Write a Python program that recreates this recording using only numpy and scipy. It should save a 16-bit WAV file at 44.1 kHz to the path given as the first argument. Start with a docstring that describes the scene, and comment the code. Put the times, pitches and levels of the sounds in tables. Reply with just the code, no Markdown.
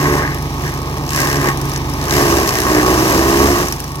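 """In a yard, a petrol stump grinder works a few metres from a two-port microphone.
The engine drones and ticks; a belt drives the toothed wheel, which grazes the stump twice, then digs in.
The teeth drum on the wood, the guard rattles, the steel rings, and chips and soil spray out.
Engine and wheel share one speed curve, so their pitches and pulse rates sag together under load."""
import sys
import numpy as np
from scipy import signal
from scipy.fft import rfft, irfft
from scipy.io import wavfile

SR = 44100
rng = np.random.default_rng(int(sys.argv[2]) if len(sys.argv) > 2 else 0)


def wav_record(signal):
    """Record a signal, one row per channel, as 16-bit PCM in the file named by sys.argv[1]."""
    frames = np.transpose(np.atleast_2d(signal))
    bounded = np.clip(frames, -1, 1)
    # unit amplitude maps onto the largest positive 16-bit level
    quanta = np.round(bounded * 32767).astype(np.int16)
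    wavfile.write(sys.argv[1], SR, quanta)


N = 176400
T = np.arange(N) / SR
HZ = np.fft.rfftfreq(N, 1 / SR)
TOOTH_PHASE = .027  # fraction of a turn at which a tooth strikes

# Course of the cut: t/s, then relative level/dB of drumming, tearing, guard rattle and chips
CUT_LEVELS = [(0.0, -36, -30, -29, -29), (0.02, -18, -19, -26, -28.5), (0.08, -11, -23, -23.5, -30),
              (0.18, -16, -22.5, -28, -31), (0.24, -33, -27.5, -23, -38.5), (0.44, -28, -37.5, -46, -41.5),
              (0.58, -36, -32.5, -49, -40), (0.68, -34, -32.5, -30.5, -32.5),
              (0.79, -26.5, -33.5, -46, -41.5), (1.07, -47, -30.5, -50, -38.5), (1.1, -27, -33, -48, -30),
              (1.12, -29, -33.5, -33, -30.5), (1.19, -42, -21.5, -22, -22.5),
              (1.24, -25.5, -21.5, -24, -24.5), (1.39, -21.5, -25, -28, -31),
              (1.48, -18, -19.5, -20.5, -26.5), (1.53, -35, -37, -34, -36.5), (1.56, -21, -33, -41, -42),
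              (1.64, -49, -26.5, -45, -36.5), (1.77, -24, -38, -34, -33), (1.79, -26, -35, -41, -42),
              (1.99, -35, -31.5, -41, -36), (2.13, -28, -22.5, -26, -23),
              (2.16, -11.5, -17.5, -22.5, -22.5), (2.37, -11.5, -19.5, -28.5, -24),
              (2.58, -26, -22.5, -27, -24.5), (2.65, -19.5, -21.5, -29.5, -26),
              (2.77, -10, -17.5, -23.5, -24), (2.82, -10, -18.5, -27.5, -26.5),
              (3.14, -16, -16.5, -28.5, -23), (3.21, -12, -19, -31, -25), (3.45, -9.5, -18, -26, -23.5),
              (3.62, -15, -20, -30, -26.5), (3.78, -39.5, -37, -49, -38), (3.99, -37, -38, -56, -42.5),
              (4.0, -37, -46, -46, -37)]


def cutting(turns, turn_hz):
    """Periodic impact: teeth drum on the stump in harmonics, tear the wood and shake the guard."""
    # Spectra of the drumming, the tearing and the guard: f/Hz, relative level/dB
    stump_spectrum = [(65, -12.5), (130, -20.5), (200, -16), (255, -21.5), (300, -5), (345, -4), (400, -7),
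                      (440, -15), (480, -30), (600, -21), (850, -31), (1100, -26), (1300, -30)]
    tear_spectrum = [(20, -30), (40, -16), (70, -4.5), (140, 1), (220, -2), (340, 5), (430, 2.5),
                     (500, -4.5), (620, 0.5), (900, -3), (1110, 2.5), (1250, -2), (1400, -8.5),
                     (2000, -13.5), (4000, -25), (16000, -62)]
    guard_spectrum = [(20, -60), (1000, -30), (1350, -10), (1550, 2), (1900, 5.5), (2200, -1.5),
                      (2700, -17.5), (3400, -25.5), (16000, -46)]
    drum = sum(amp(read(stump_spectrum, k * turn_hz)) * partial(k * turns, waver=.2, rate_hz=16)
               for k in range(1, 21))
    tooth = turns - TOOTH_PHASE
    tear = colour(bursts(tooth, decay_s=.004, spread_db=1.5, tail=1.8, tail_s=.052), tear_spectrum)
    rattle = colour(bursts(tooth, decay_s=.003, spread_db=1.5, tail=1, tail_s=.082), guard_spectrum)
    return (amp(curve(CUT_LEVELS) - 1.9) * drum
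            + amp(curve(CUT_LEVELS, column=2) + 2.5) * tear
            + amp(curve(CUT_LEVELS, column=3) + 2.5) * rattle)


def chips(turns, grains_per_s=900, grain_db=.5, dust=.57):
    """Shot noise: chips and soil hit the guard at random, beside one sharp strike per turn."""
    # Bite of the teeth: t/s, share of the power in the strikes (0-1)
    bite = [(0, 0.06), (.5, .2), (.7, 0.5), (1.1, 0.75), (1.25, 0.37), (1.45, 0.6), (1.58, 0.2),
            (1.74, 0.7), (1.82, 0.2), (1.98, 0.2), (2.05, 0.96), (2.2, 0.1), (2.45, 0.6), (2.6, 0.54),
            (2.75, 0.2), (3.1, 0), (4, 0.43)]
    # Spectrum of strikes and spray: f/Hz, relative level/dB
    chip_spectrum = [(20, -50), (900, -31), (2000, -1), (2750, 3), (3400, -4.5), (4300, -1.5), (5100, 2),
                     (6000, 4), (6800, -1.5), (7800, -3), (8800, -5.5), (10000, -7.5), (11300, -5),
                     (12800, 0), (14000, -11), (16000, -10.5)]
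    share = np.clip(curve(bite), 0, 1)
    strikes = scatter(clicks(turns - TOOTH_PHASE, spread_db=3.5), decay_s=.0011, tail=.25, tail_s=.014)
    arrivals = rng.random(N) < grains_per_s / SR
    grains = arrivals * amp(grain_db * np.minimum(rng.exponential(1, N), 4))
    spray = unit(scatter(grains, decay_s=.00074, tail=.38, tail_s=.0064) + dust * hiss())
    drive = np.sqrt(share) * strikes + np.sqrt(1 - share) * spray
    return colour(drive * amp(curve(CUT_LEVELS, column=4) + 4), chip_spectrum)


def engine(cycles, cycle_hz, free_hz=25.4, sag_db_per_hz=1, tick_phase=.813):
    """Periodic firing gives a harmonic series, with two exhaust puffs and one tick per cycle."""
    # Course of the engine: t/s, relative level/dB of its tones and puffs, relative level/dB of its tick
    levels = [(0, 0.5, 0), (.9, -0.5, 4), (1.4, -0.5, -1), (1.7, 1, 8), (2.1, 1.5, 2), (2.4, 1.5, 0),
              (3.4, 2, -1), (3.73, -2.5, 11), (3.85, -4.5, 1), (4, -5.5, 8)]
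    # Firing harmonics: multiple of the cycle rate, relative level/dB
    orders = [(2, -30), (3, -28.5), (4, -36.5), (5, -29.5), (6, -35.5), (7, -37.5), (8, -53), (9, -39.5),
              (10, -39), (11, -36.5), (12, -48), (13, -36.5), (14, -52), (15, -44)]
    # Spectra of the muffler's harmonics, exhaust and fan noise, and tick: f/Hz, relative level/dB
    muffler_spectrum = [(400, -48), (600, -55), (780, -46.5), (900, -41.5), (1000, -58.5), (1100, -44),
                        (1300, -67)]
    exhaust_spectrum = [(20, -29), (35, -30), (60, -22), (130, -5), (220, -7), (320, 5.5), (500, -8),
                        (800, -6), (1000, -2), (1120, -5), (1250, 4), (1430, -22), (1950, -10.5),
                        (2300, -3.5), (2600, -13), (3200, -11), (3850, -12), (4500, -13), (5800, -11.5),
                        (7200, -29), (10000, -26.5), (12500, -22), (16000, -26)]
    tick_spectrum = [(20, -48), (2000, 0), (4300, -8), (5700, 8), (7000, -10), (9500, 2.5), (10500, -8),
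                     (12700, -0.5), (16000, -14)]
    drone = sum(amp(db) * partial(k * cycles, waver=.1, rate_hz=13) for k, db in orders)
    drone *= amp(sag_db_per_hz * (cycle_hz - free_hz))  # weaker when dragged below free running
    muffler = sum(amp(read(muffler_spectrum, k * cycle_hz)) * partial(k * cycles, waver=.26, rate_hz=8.7)
                  for k in range(16, 51))
    puffs = bursts(2 * cycles, decay_s=.0031, spread_db=-1, tail=3.7, tail_s=.21)
    exhaust = amp(-30) * colour(puffs, exhaust_spectrum)
    ticks = bursts(cycles - tick_phase, decay_s=.0025, spread_db=5, tail=.12, tail_s=.013)
    ticking = amp(curve(levels, column=2) - 41) * colour(ticks, tick_spectrum)
    return amp(curve(levels)) * (drone + muffler + exhaust) + ticking


def wheel_hum(turns):
    """Rotational tones: the wheel hums in its guard at multiples of its turning rate."""
    # Harmonics: multiple of the turning rate, base level/dB, dB gained per dB of swell
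    orders = [(2, -26, 1), (4, -33.5, 2.5), (6, -42, 1.5), (8, -47.5, 3.5), (10, -50.5, 2.5),
              (12, -48, 1.5), (15, -41, 3.5)]
    # Swell of the hum: t/s, level/dB
    swell = [(0, 3), (.18, 5), (.35, -1.5), (1.1, -1.5), (1.4, 4), (1.6, 0), (2.1, 0), (2.3, -10),
             (3.6, -13.5), (3.8, -6), (4, -6)]
    return sum(amp(db + growth * curve(swell)) * partial(k * turns, waver=.23, rate_hz=20)
               for k, db, growth in orders)


def steel_ring(turns, gain_db=-.5):
    """Modal ringing: one blow per turn excites the damped modes of wheel and guard."""
    # Modes of the steel: f/Hz, relative level/dB, T60/s
    modes = [(590, -10.5, 0.047), (1104, 0.5, 0.094), (1218, -5, 0.066), (1590, -21, 0.02),
             (1850, -10, 0.056), (2715, -15, .04)]
    # Force of the blows: t/s, relative level/dB
    force = [(0.0, -28), (0.19, -21.5), (0.37, -36), (1.11, -34), (1.19, -21.5), (1.38, -29), (1.5, -20.5),
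             (1.55, -41), (1.96, -39), (2.15, -33), (2.16, -20), (2.39, -31), (2.51, -21), (2.54, -43),
             (2.64, -31), (2.66, -14), (2.75, -43), (2.87, -16), (2.92, -26.5), (3.53, -21.5), (3.74, -42),
             (4.0, -33.5)]
    t = T[:6000]
    ring = sum(amp(db - 60 * t / t60) * np.sin(2 * np.pi * hz * t) for hz, db, t60 in modes)
    blows = unit(clicks(turns - TOOTH_PHASE, spread_db=2)) * amp(curve(force) + gain_db)
    return signal.oaconvolve(blows, ring / np.linalg.norm(ring))[:N]


def knocks(decay_s=.0017, gain_db=-1):
    """Brief contact gives a broad spectrum: a tooth clacks on something hard."""
    # Hard hits: t/s, relative level/dB
    hits = [(1.0914, -14), (1.1462, -19), (1.3683, -15), (1.717, -17), (1.7611, -9.5), (2.014, -15),
            (2.1088, -6.5), (2.4893, -12), (2.5701, -26), (2.586, -25), (2.6168, -20)]
    # Spectrum of a clack: f/Hz, relative level/dB
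    clack_spectrum = [(20, -40), (400, -2), (1200, 4), (2000, -8), (3500, 3), (6000, 13), (9500, -11),
                      (12500, -4), (16000, -17)]
    envelope = sum(amp(db + gain_db) * (T >= s) * np.exp(-abs(T - s) / decay_s) for s, db in hits)
    return colour(hiss() * envelope, clack_spectrum)


def microphone_ports(x):
    """Partial coherence: two ports hear the bass alike, the treble with their own phase and colour."""
    # Likeness of the ports: f/Hz, coherence (0-1)
    coherence = [(50, .995), (400, .99), (1000, .97), (1300, .92), (1470, .5), (1700, .8), (2000, .87),
                 (2600, .5), (3500, .42), (16000, .35)]
    # Lead of the left port: f/Hz, phase/rad
    lead = [(20, 0), (300, 0.43), (500, 0.84), (1000, 1.04), (1350, 2.5), (1600, 1.25), (2000, 2.5),
            (2500, 3.5), (3300, 4), (4500, 8.5), (6000, 11), (10000, 16.5), (16000, 27)]
    # Left minus right: f/Hz, level/dB
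    balance = [(50, -3), (170, 0), (310, -3), (560, 1), (850, .5), (1150, -4.3), (1300, -6), (1460, 15),
               (1650, -0.5), (1950, -1.5), (2800, 7.5), (3600, 0.5), (4900, 3), (6100, -8), (7500, 8.5),
               (8600, -0.5), (10200, 3), (16000, -1)]
    common, separate = rfft(x, axis=1)
    like = np.clip(read(coherence, HZ), 0, 1)
    tilt = amp(read(balance, HZ))
    right = (like * common + 1j * np.sqrt(1 - like ** 2) * separate) * np.exp(-1j * read(lead, HZ))
    return irfft(np.array([common * tilt, right]) * np.sqrt(2 / (1 + tilt ** 2)), N, axis=1)


def partial(turns, waver, rate_hz):
    """Random modulation: one harmonic wavers in amplitude and phase."""
    wobble = (1 + waver * (drift(rate_hz) + 1j * drift(rate_hz))) / np.sqrt(1 + 2 * waver ** 2)
    return np.sqrt(2) * (wobble * np.exp(2j * np.pi * (turns + rng.random()))).real


def bursts(turns, decay_s, spread_db, tail, tail_s):
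    """Pulsed noise: one burst of random strength per turn, with a fast decay and a slower tail."""
    noise = hiss()
    index = np.floor(turns).astype(int) + 2
    age_s = (turns % 1) / np.gradient(turns, T)
    size = amp(spread_db * np.clip(rng.standard_normal(4000), -2, 1.5))[index]
    return noise * unit(size * (np.exp(-age_s / decay_s) + tail * np.exp(-age_s / tail_s)))


def clicks(turns, spread_db, jitter=.012):
    """Jittered impulse train: one click of random strength per turn."""
    count = np.floor(turns + jitter * drift(60))
    onsets = np.diff(count, prepend=count[0]) > 0
    return onsets * amp(spread_db * np.clip(rng.standard_normal(N), -2, 1.3))


def scatter(impulses, decay_s, tail, tail_s, spots=12):
    """Convolution: each impulse lands on one of several spots, each with its own short clatter."""
    t = T[:1800]
    spot = rng.integers(0, spots, N)
    envelope = np.exp(-t / decay_s) + tail * np.exp(-t / tail_s)
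    clatters = envelope * rng.standard_normal((spots, 2, len(t)))
    return unit(sum(signal.oaconvolve((impulses * (spot == k))[None], clatter, axes=1)[:, :N]
                    for k, clatter in enumerate(clatters)))


def colour(x, spectrum):
    """Minimum-phase filtering: imposes a spectrum at unit power gain."""
    gain = unit(amp(read(spectrum, HZ)))
    cepstrum = irfft(np.log(gain), N)
    cepstrum[1:N // 2] *= 2  # folding the cepstrum makes the response causal
    cepstrum[N // 2 + 1:] = 0
    response = irfft(np.exp(rfft(cepstrum)), N)[:2048]
    return signal.oaconvolve(x, response[None], axes=1)[:, :N]


def hiss():
    """Two uncorrelated white noises."""
    return rng.standard_normal((2, N))


def drift(rate_hz):
    """Slow random fluctuation of rms 1."""
    return unit(np.interp(T * rate_hz, np.arange(4000), rng.standard_normal(4000)))


def curve(table, column=1):
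    """One column of a time table, interpolated at every sample."""
    rows = np.array(table, float)
    return np.interp(T, rows[:, 0], rows[:, column])


def read(table, hz):
    """A spectrum table, interpolated over log frequency."""
    f, value = np.transpose(table)
    return np.interp(np.log(hz + 1), np.log(f + 1), value)


def amp(db):
    """Decibels to amplitude ratio."""
    return 10 ** (np.asarray(db) / 20)


def unit(x):
    """Normalises to rms 1."""
    return x / np.sqrt(np.mean(abs(x) ** 2) + 1e-20)


def scene(turns_per_cycle=2.839):
    """Superposition of all sources; the belt locks wheel and engine in a constant speed ratio."""
    # Turning rate of the wheel: t/s, f/Hz
    wheel_speed = [(0.0, 72.7), (0.3, 72.21), (0.6, 72.2), (0.8, 72.22), (1.15, 72.81), (1.3, 70.85),
                   (1.5, 68.89), (1.75, 70.3), (2.12, 72.21), (2.3, 68.23), (2.45, 64.96), (2.58, 62.27),
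                   (2.8, 61.04), (2.97, 62.85), (3.25, 66.76), (3.52, 70.25), (3.72, 71.61), (3.9, 74.16),
                   (4.0, 74.3)]
    turn_hz = curve(wheel_speed)
    turns = np.cumsum(turn_hz) / SR
    machine = engine(turns / turns_per_cycle, turn_hz / turns_per_cycle) + wheel_hum(turns)
    grinding = cutting(turns, turn_hz) + steel_ring(turns) + chips(turns) + knocks()
    return microphone_ports(machine + grinding)


def record(dry, bass_cut_hz=45, treble_cut_hz=16000):
    """Band limiting and soft saturation: deep bass and top treble are cut, the highest peaks rounded."""
    thin = signal.sosfilt(signal.butter(6, bass_cut_hz, "highpass", fs=SR, output="sos"), dry)
    rounded = thin / (1 + thin ** 6) ** (1 / 6)
    lowpass = signal.firwin(511, treble_cut_hz, window=("kaiser", 9), fs=SR)
    return signal.oaconvolve(rounded, lowpass[None], "same")


dry = scene()
out = record(dry)
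wav_record(out)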